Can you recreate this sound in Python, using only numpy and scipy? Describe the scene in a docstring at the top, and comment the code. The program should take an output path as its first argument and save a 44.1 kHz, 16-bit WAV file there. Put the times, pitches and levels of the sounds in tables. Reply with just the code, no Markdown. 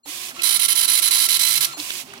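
"""In a room, very close to a dot matrix printer: the carriage runs out, prints one line on its way back,
runs out again, and the paper feeds. Pins strike in columns, letter by letter, and their impacts excite
the modes of the head. A stepper motor whines at a pitch that follows its speed; the carriage rattles on
its rail and jolts the frame, and the body drones. The right microphone faces the head; the left hears
mostly the reverberation of the case and the room."""
import sys
import numpy as np
from scipy import signal
from scipy.fft import rfft, irfft
from scipy.io import wavfile
from scipy.ndimage import uniform_filter1d

SR = 44100
rng = np.random.default_rng(int(sys.argv[2]) if len(sys.argv) > 2 else 0)


def generate_wav(signal):
    """Clip the signal to [-1, 1] and save it as 16-bit WAV at the path in sys.argv[1]."""
    frames = np.transpose(np.atleast_2d(signal))
    scaled = np.clip(frames, -1, 1) * 32767
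    pcm = np.round(scaled).astype(np.int16)
    wavfile.write(sys.argv[1], SR, pcm)


N = 97020
TIME = np.arange(N) / SR
TOP_HZ = 15850


def undb(db):
    """Amplitude ratio of a level in decibels."""
    return 10 ** (np.asarray(db) / 20)


def unit(x):
    """Normalisation to an rms of 1."""
    return x / np.sqrt(np.mean(x ** 2) + 1e-18)


def colour(x, spectrum, balance):
    """Spectral shaping with a left-right level difference; white noise keeps its mean power."""
    hz = np.arange(N + 1) * SR / (2 * N)

    def curve(points):
        point_hz, db = np.array(points, float).T
        return undb(np.interp(np.log(hz + 1), np.log(point_hz), db))

    bass_rolloff = np.minimum(hz / spectrum[0][0], 1) ** 2
    gain = unit(curve(spectrum) * bass_rolloff * (hz < TOP_HZ))
    left = curve(balance)
    pan = 2 * np.array([left, np.ones(N + 1)]) / np.hypot(1, left)
    return irfft(rfft(x, 2 * N) * gain * pan)[:, :N]


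def resonate(x, hz, width_hz):
    """Response of a second-order resonator."""
    return signal.lfilter(*signal.iirpeak(hz, hz / width_hz, fs=SR), x)


def drift(rate_hz):
    """Low-pass random fluctuation with an rms of 1."""
    span = int(SR / rate_hz)
    steps = np.repeat(rng.standard_normal(N // span + 1), span)
    return unit(uniform_filter1d(uniform_filter1d(steps, span), span)[:N])


def ring(x, decay_s):
    """Dense damped modes: convolution with exponentially decaying noise of unit energy."""
    t = TIME[:int(7 * decay_s * SR) + 2]
    tail = rng.standard_normal(len(t)) * np.exp(-t / decay_s)
    return signal.fftconvolve(x, tail / np.linalg.norm(tail))[:N]


def place(x, left_db):
    """Direction by level difference: the left channel relative to the right."""
    return np.array([x * undb(left_db), x])


def swell(start, length):
    """A half-sine envelope."""
    return np.sin(np.pi * np.clip((TIME - start) / length, 0, 1))


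# spectrum of the body (frequency [Hz], relative level [dB])
BODY_SPECTRUM = [(30, -22), (60, -12.5), (100, -8), (140, -0.5), (180, -9.5), (225, -0.5), (300, -7),
                 (400, -5.5), (480, -17), (660, -5), (900, -6.5), (1300, -9.5), (2500, -25)]
# envelope of its drone (time [s], level [dB])
BODY_ENVELOPE = [(.045, -80), (.065, -62.5), (.3, -52), (.5, -53.5), (1.65, -52.5), (1.9, -55.5),
                 (2.15, -50)]


def body_drone():
    """Forced vibration: the running mechanism drives the body, partly coherent at the two microphones."""
    noise = rng.standard_normal(N) + 0.57 * rng.standard_normal((2, N))
    level_db = np.interp(TIME, *np.array(BODY_ENVELOPE).T)
    return colour(unit(noise) * undb(level_db), BODY_SPECTRUM, balance=[(60, -6.5), (300, 0)])


# thumps and hum of the frame (start [s], duration [s], frequency [Hz], level [dB])
FRAME_SHUDDERS = [(0.057, 0.057, 297.6, -42.5), (0.313, 0.057, 248, -48), (0.365, .13, 341.5, -48.5),
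                  (1.412, 0.37, 144.3, -50.5), (1.77, 0.056, 303, -36), (2.011, 0.061, 254.3, -46.5),
                  (2.166, .05, 246, -46.5)]


def frame_shudders():
    """Structural vibration: low thumps as the carriage starts and stops, and a hum late in the line."""
    shudders = 0
    for start, length, hz, db in FRAME_SHUDDERS:
        tone = np.sqrt(2) * np.sin(2 * np.pi * hz * TIME + .5 * drift(50))
        shudders += undb(db) * swell(start, length) * tone
    return place(shudders, left_db=-4)


# partials of the held motor (multiple of the chopper rate, relative level [dB])
CHOPPER_HARMONICS = [(2, -7), (3, 5), (5, 6), (6, -13), (7, -19)]
# spells of holding current (start [s], duration [s], level [dB])
HOLD_SPELLS = [(0.031, 0.033, -58.5), (0.31, 0.18, -56), (1.71, .07, -43.5)]


def holding_whine(chopper_hz=1400):
    """Periodic forcing: chopped current makes the held motor sing on harmonics of the chopper rate."""
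    whine = sum(undb(db) * np.sin(2 * np.pi * k * chopper_hz * TIME + 2 * drift(200))
                for k, db in CHOPPER_HARMONICS)
    envelope = sum(undb(db) * swell(start, length) for start, length, db in HOLD_SPELLS)
    return place(whine * envelope, left_db=2.5)


# knocks of belt and carriage (time [s], centre [Hz], filter width [Hz], decay time [s], level [dB])
CARRIAGE_KNOCKS = [(.058, 800, 700, .012, -39), (.31, 1700, 1200, .012, -35), (.357, 1120, 300, .012, -37),
                   (.392, 2600, 400, .025, -28), (1.735, 1000, 500, .02, -43),
                   (1.769, 850, 1000, .025, -37), (1.8, 4100, 2500, .002, -16.5),
                   (1.905, 2600, 2400, .003, -18.5), (2.136, 1400, 1500, .007, -32),
                   (2.137, 9000, 9000, .003, -34), (2.178, 4000, 5000, .004, -39)]


def carriage_knocks():
    """Impact excitation: each jolt releases a band of noise that decays exponentially."""
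    knocks = 0
    for at, hz, width, decay, db in CARRIAGE_KNOCKS:
        noise = unit(resonate(resonate(rng.standard_normal(N), hz, width), hz, width))
        knocks += undb(db) * (TIME >= at) * np.exp(-abs(TIME - at) / decay) * noise
    return place(knocks, left_db=-1.5)


# spectrum of the rattling mechanism (frequency [Hz], relative level [dB])
RATTLE_SPECTRUM = [(59, -58), (100, -34), (205, -43), (295, -8.5), (327, -25), (364, -6.5), (431, -23),
                   (533, -10.5), (748, -16), (797, -29.5), (1050, -7), (1380, -13), (2560, -0.5),
                   (11700, -4.5), (15800, -12)]
# its direction (frequency [Hz], left minus right [dB])
RATTLE_DIRECTION = [(60, -1.5), (110, 3), (200, -12), (380, 1), (700, -3), (1290, 0.5), (2380, -26),
                    (4400, -9.5), (8120, -5.5), (15000, -13.5)]


def rattle(excitation, tilt_db_per_octave=0):
    """Source and filter: the mechanism's resonances shape its rattle, tilted above 2500 Hz."""
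    tilted = [(hz, db + tilt_db_per_octave * max(np.log2(hz / 2500), 0)) for hz, db in RATTLE_SPECTRUM]
    return colour(excitation, tilted, RATTLE_DIRECTION)


# rattle between moves (start [s], duration [s], level [dB])
SETTLING_SPELLS = [(.3, .09, -47), (2.0, .1, -48)]


def loose_parts():
    """Residual vibration: loose parts rattle on between moves."""
    envelope = sum(undb(db) * swell(start, length) for start, length, db in SETTLING_SPELLS)
    return rattle(rng.standard_normal((2, N)) * envelope)


def stepper(move, tones, rattle_db, tilt_db_per_octave=0, waver_rad=.2):
    """Forced vibration: the whine follows the speed up and down, and the steps modulate the rattle."""
    start, end, ramp, cycle_hz = move
    speed = np.clip(np.minimum(TIME - start, end - TIME) / ramp, 0, 1)
    phase = 2 * np.pi * np.cumsum(speed * cycle_hz) / SR
    whine = sum(undb(db) * np.sqrt(2) * np.sin(k * phase + waver_rad * drift(39.9)) * undb(drift(50.3))
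                for k, db in tones)
    grains = rng.standard_normal((2, N)) * undb(1.6 * drift(2500))
    step_pulse = 1 + 0.082 * np.sin(phase)
    shaking = unit(grains * step_pulse) * speed * undb(0.2 * drift(38.8))
    return place(whine * speed, left_db=-3) + rattle(shaking, tilt_db_per_octave) * undb(rattle_db)


# the paper's advance (start [s], end [s], ramp [s], motor cycle rate [Hz])
FEED_MOVE = (2.05, 2.215, .035, 400)
# partials of the feed (multiple of the cycle rate, level [dB])
FEED_PARTIALS = [(1, -49.5), (2, -54)]


def paper_feed():
    """Stepwise drive: a short move advances the paper with a wavering whine and a dull rattle."""
    return stepper(FEED_MOVE, FEED_PARTIALS, rattle_db=-45.5, tilt_db_per_octave=-7, waver_rad=0.38)


# the runs out and the printing pass (start [s], end [s], ramp [s], motor cycle rate [Hz])
OUTWARD_MOVES = [(.05, .332, .04, 507), (1.76, 2.044, .036, 507)]
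PRINT_MOVE = (.332, 1.768, .038, 337.7)
# tones of the moving carriage: motor harmonics and other resonances (ratio to the cycle rate, level [dB])
OUTWARD_TONES = [(.71, -54), (1.45, -57), (2, -52.5), (2.15, -56), (5, -46), (7, -45)]
PRINTING_TONES = [(1, -55), (2, -59), (4, -42.5), (6, -58), (12, -53)]
# rattle of each run out (level [dB])
OUTWARD_RATTLE_DB = [-34.5, -33]


def carriage():
    """Pitch follows step rate: two fast, bright runs out and a slower, duller pass back."""
    outward = sum(stepper(move, OUTWARD_TONES, db) for move, db in zip(OUTWARD_MOVES, OUTWARD_RATTLE_DB))
    return outward + stepper(PRINT_MOVE, PRINTING_TONES, rattle_db=-39.5, tilt_db_per_octave=-4)


def case_and_room(x, t60_s=.19, wet_db=(16, -8)):
    """Reverberation: the diffuse sound dominates on the left, the direct sound on the right."""
    return np.array([(direct + wet * ring(direct, t60_s / np.log(1000))) / np.hypot(1, wet)
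                     for direct, wet in zip(x, undb(wet_db))])


LINE_START_S, LETTER_HZ, COLUMNS_PER_LETTER = .4145, 56.26, 72
COLUMN_HZ = LETTER_HZ * COLUMNS_PER_LETTER
# letter shapes in printing order: . dot, o two stems, e even, i middle stem, r one side stem, blank space
LINE = ".eooiiiee iroo ooe reeiro reioiro rooe eeoirreeo eoieo ooiieeroioi eoi"
# for each shape, at even steps across the letter (strike density [dB])
LETTER_SHAPES = {".": [-30.5, -12, -5, -5, -12, -24, -28.5], "o": [-7, -1, 0, -3, -1, -1, -7], "e": [-6, -1,
                 0, -1, -1, -2, -7], "i": [-11, -3, 0, 0, -2, -5, -11], "r": [-9, -3, -2, -2, 0, -2, -9]}


def line_of_text():
    """Modulation by the letters: the time and the strike density of every column."""
    across = np.linspace(0, 1, COLUMNS_PER_LETTER)
    letters = {name: undb(np.interp(across, np.linspace(0, 1, len(db)), db)) ** 2
               for name, db in LETTER_SHAPES.items()}
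    ink = np.concatenate([letters.get(name, 0 * across) for name in LINE])
    return LINE_START_S + np.arange(len(ink)) / COLUMN_HZ, ink


def pin_strikes(column_times, ink, pins=12, fire_share=.3, scatter_db=1.5, decay_s=0.00086):
    """Superposed impacts: each pin has its own click and fires more often where the ink is dense."""
    strikes = np.zeros((2, N))
    for _ in range(pins):
        dots_due = np.cumsum(ink * fire_share * rng.uniform(0, 2, len(ink))) + rng.random()
        fired = np.diff(np.floor(dots_due), prepend=0)
        strength = fired * undb(scatter_db * rng.standard_normal(len(ink)))
        flight_s = rng.random(len(ink)) / COLUMN_HZ
        impulses = np.bincount(((column_times + flight_s) * SR).astype(int), strength, N)[:N]
        strikes += [ring(impulses, decay_s), ring(impulses, decay_s)]
    return unit(strikes)


# partials around the column rate (multiple of the letter rate, relative level [dB])
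COLUMN_PARTIALS = [(36, -16), (72, 0), (108, -14), (144, -9), (180, -8), (214, -18)]


def column_tone(column_times, ink, sway_rad=0.67, wander_rad=0.31):
    """Repetition pitch: evenly spaced columns sound a tone, phase-modulated once a letter."""
    letter_phase = 2 * np.pi * LETTER_HZ * (TIME - LINE_START_S)
    sway = sway_rad * np.cos(letter_phase)
    tone = sum(undb(db) * np.sin(k * letter_phase + sway + wander_rad * drift(130))
               for k, db in COLUMN_PARTIALS)
    return tone * unit(np.interp(TIME, column_times, ink, 0, 0) ** 0.69)


def head_ring(strikes, centre_hz, width_hz=1280):
    """Time-varying resonance: the strikes excite a high band that glides as the head travels."""
    carrier = np.exp(2j * np.pi * np.cumsum(centre_hz) / SR)
    lowpass = signal.butter(2, width_hz / 2, fs=SR, output="sos")
    return unit((signal.sosfilt(lowpass, strikes / carrier) * carrier).real)


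# spectrum of the pin strikes (frequency [Hz], relative level [dB])
PIN_SPECTRUM = [(290, -64), (500, -52), (829, -55), (986, -19), (1120, -18.5), (1320, -16), (1440, -34),
                (1840, -18), (2150, -9.5), (2830, -9.5), (3040, -8), (3420, -7), (4060, -2.5), (4500, -5),
                (4900, -10), (6540, -9.5), (8610, -7), (10400, -4.5), (15800, -16.5)]
# their direction (frequency [Hz], left minus right [dB])
PIN_DIRECTION = [(60, -3.0), (110, -3.5), (200, -2.0), (380, -6), (700, 2), (1290, 4), (2380, -15.0),
                 (4400, -8), (8120, -7.5), (15000, -16.5)]
# modes of the head frame (frequency [Hz], bandwidth [Hz], level [dB])
HEAD_FRAME_MODES = [(1060, 130, -47.5), (1670, 110, -44), (2160, 135, -39), (3088, 49, -34.5),
                    (4063, 105, -33.5), (4934, 250, -36), (5870, 96, -40.5), (11700, 780, -30.5)]
# along the line (time [s], ring frequency [Hz], ring level [dB], column tone gain [dB], strike gain [dB])
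HEAD_TRAVEL = [(.42, 9800, -22, -22.5, -0.5), (.65, 9830, -20.5, -59, -1), (.9, 9940, -21, -27.5, 0),
               (1.15, 10130, -24.5, -26.5, 0.5), (1.3, 10400, -27, -30.5, 0.5),
               (1.48, 10350, -35, -22.5, 0), (1.66, 10100, -30, -41, 0)]


def print_head():
    """Modal excitation by impact: the pins clatter, sound the column rate and ring the head."""
    times, *tracks = np.array(HEAD_TRAVEL).T
    ring_hz, ring_db, tone_db, strike_db = (np.interp(TIME, times, track) for track in tracks)
    column_times, ink = line_of_text()
    strikes = pin_strikes(column_times, ink)
    clatter = colour(strikes, PIN_SPECTRUM, PIN_DIRECTION) * undb(strike_db - 25)
    tone = column_tone(column_times, ink) * undb(tone_db + 2.5)
    modes = sum(undb(db) * unit(resonate(strikes[1], hz, width)) for hz, width, db in HEAD_FRAME_MODES)
    ringing = head_ring(strikes[1], ring_hz) * undb(ring_db)
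    reverberant = case_and_room(clatter + place(tone, left_db=-14.5))
    return reverberant + place(modes, left_db=-12) + place(ringing, left_db=-37)


def scene():
    """Superposition: the pressures from head, motors, frame and body add."""
    mechanism = print_head() + carriage() + paper_feed() + loose_parts()
    return mechanism + frame_shudders() + holding_whine() + carriage_knocks() + body_drone()


def record(dry, left_lag_s=0.00021, ceiling=.98):
    """Path difference: sound reaches the left microphone later; peaks are clipped and the top is cut."""
    left = np.pad(dry[0], (round(left_lag_s * SR), 0))[:N]
    lowpass = signal.ellip(10, .2, 80, TOP_HZ, fs=SR, output="sos")
    return signal.sosfilt(lowpass, np.clip([left, dry[1]], -ceiling, ceiling))


dry = scene()
out = record(dry)
generate_wav(out)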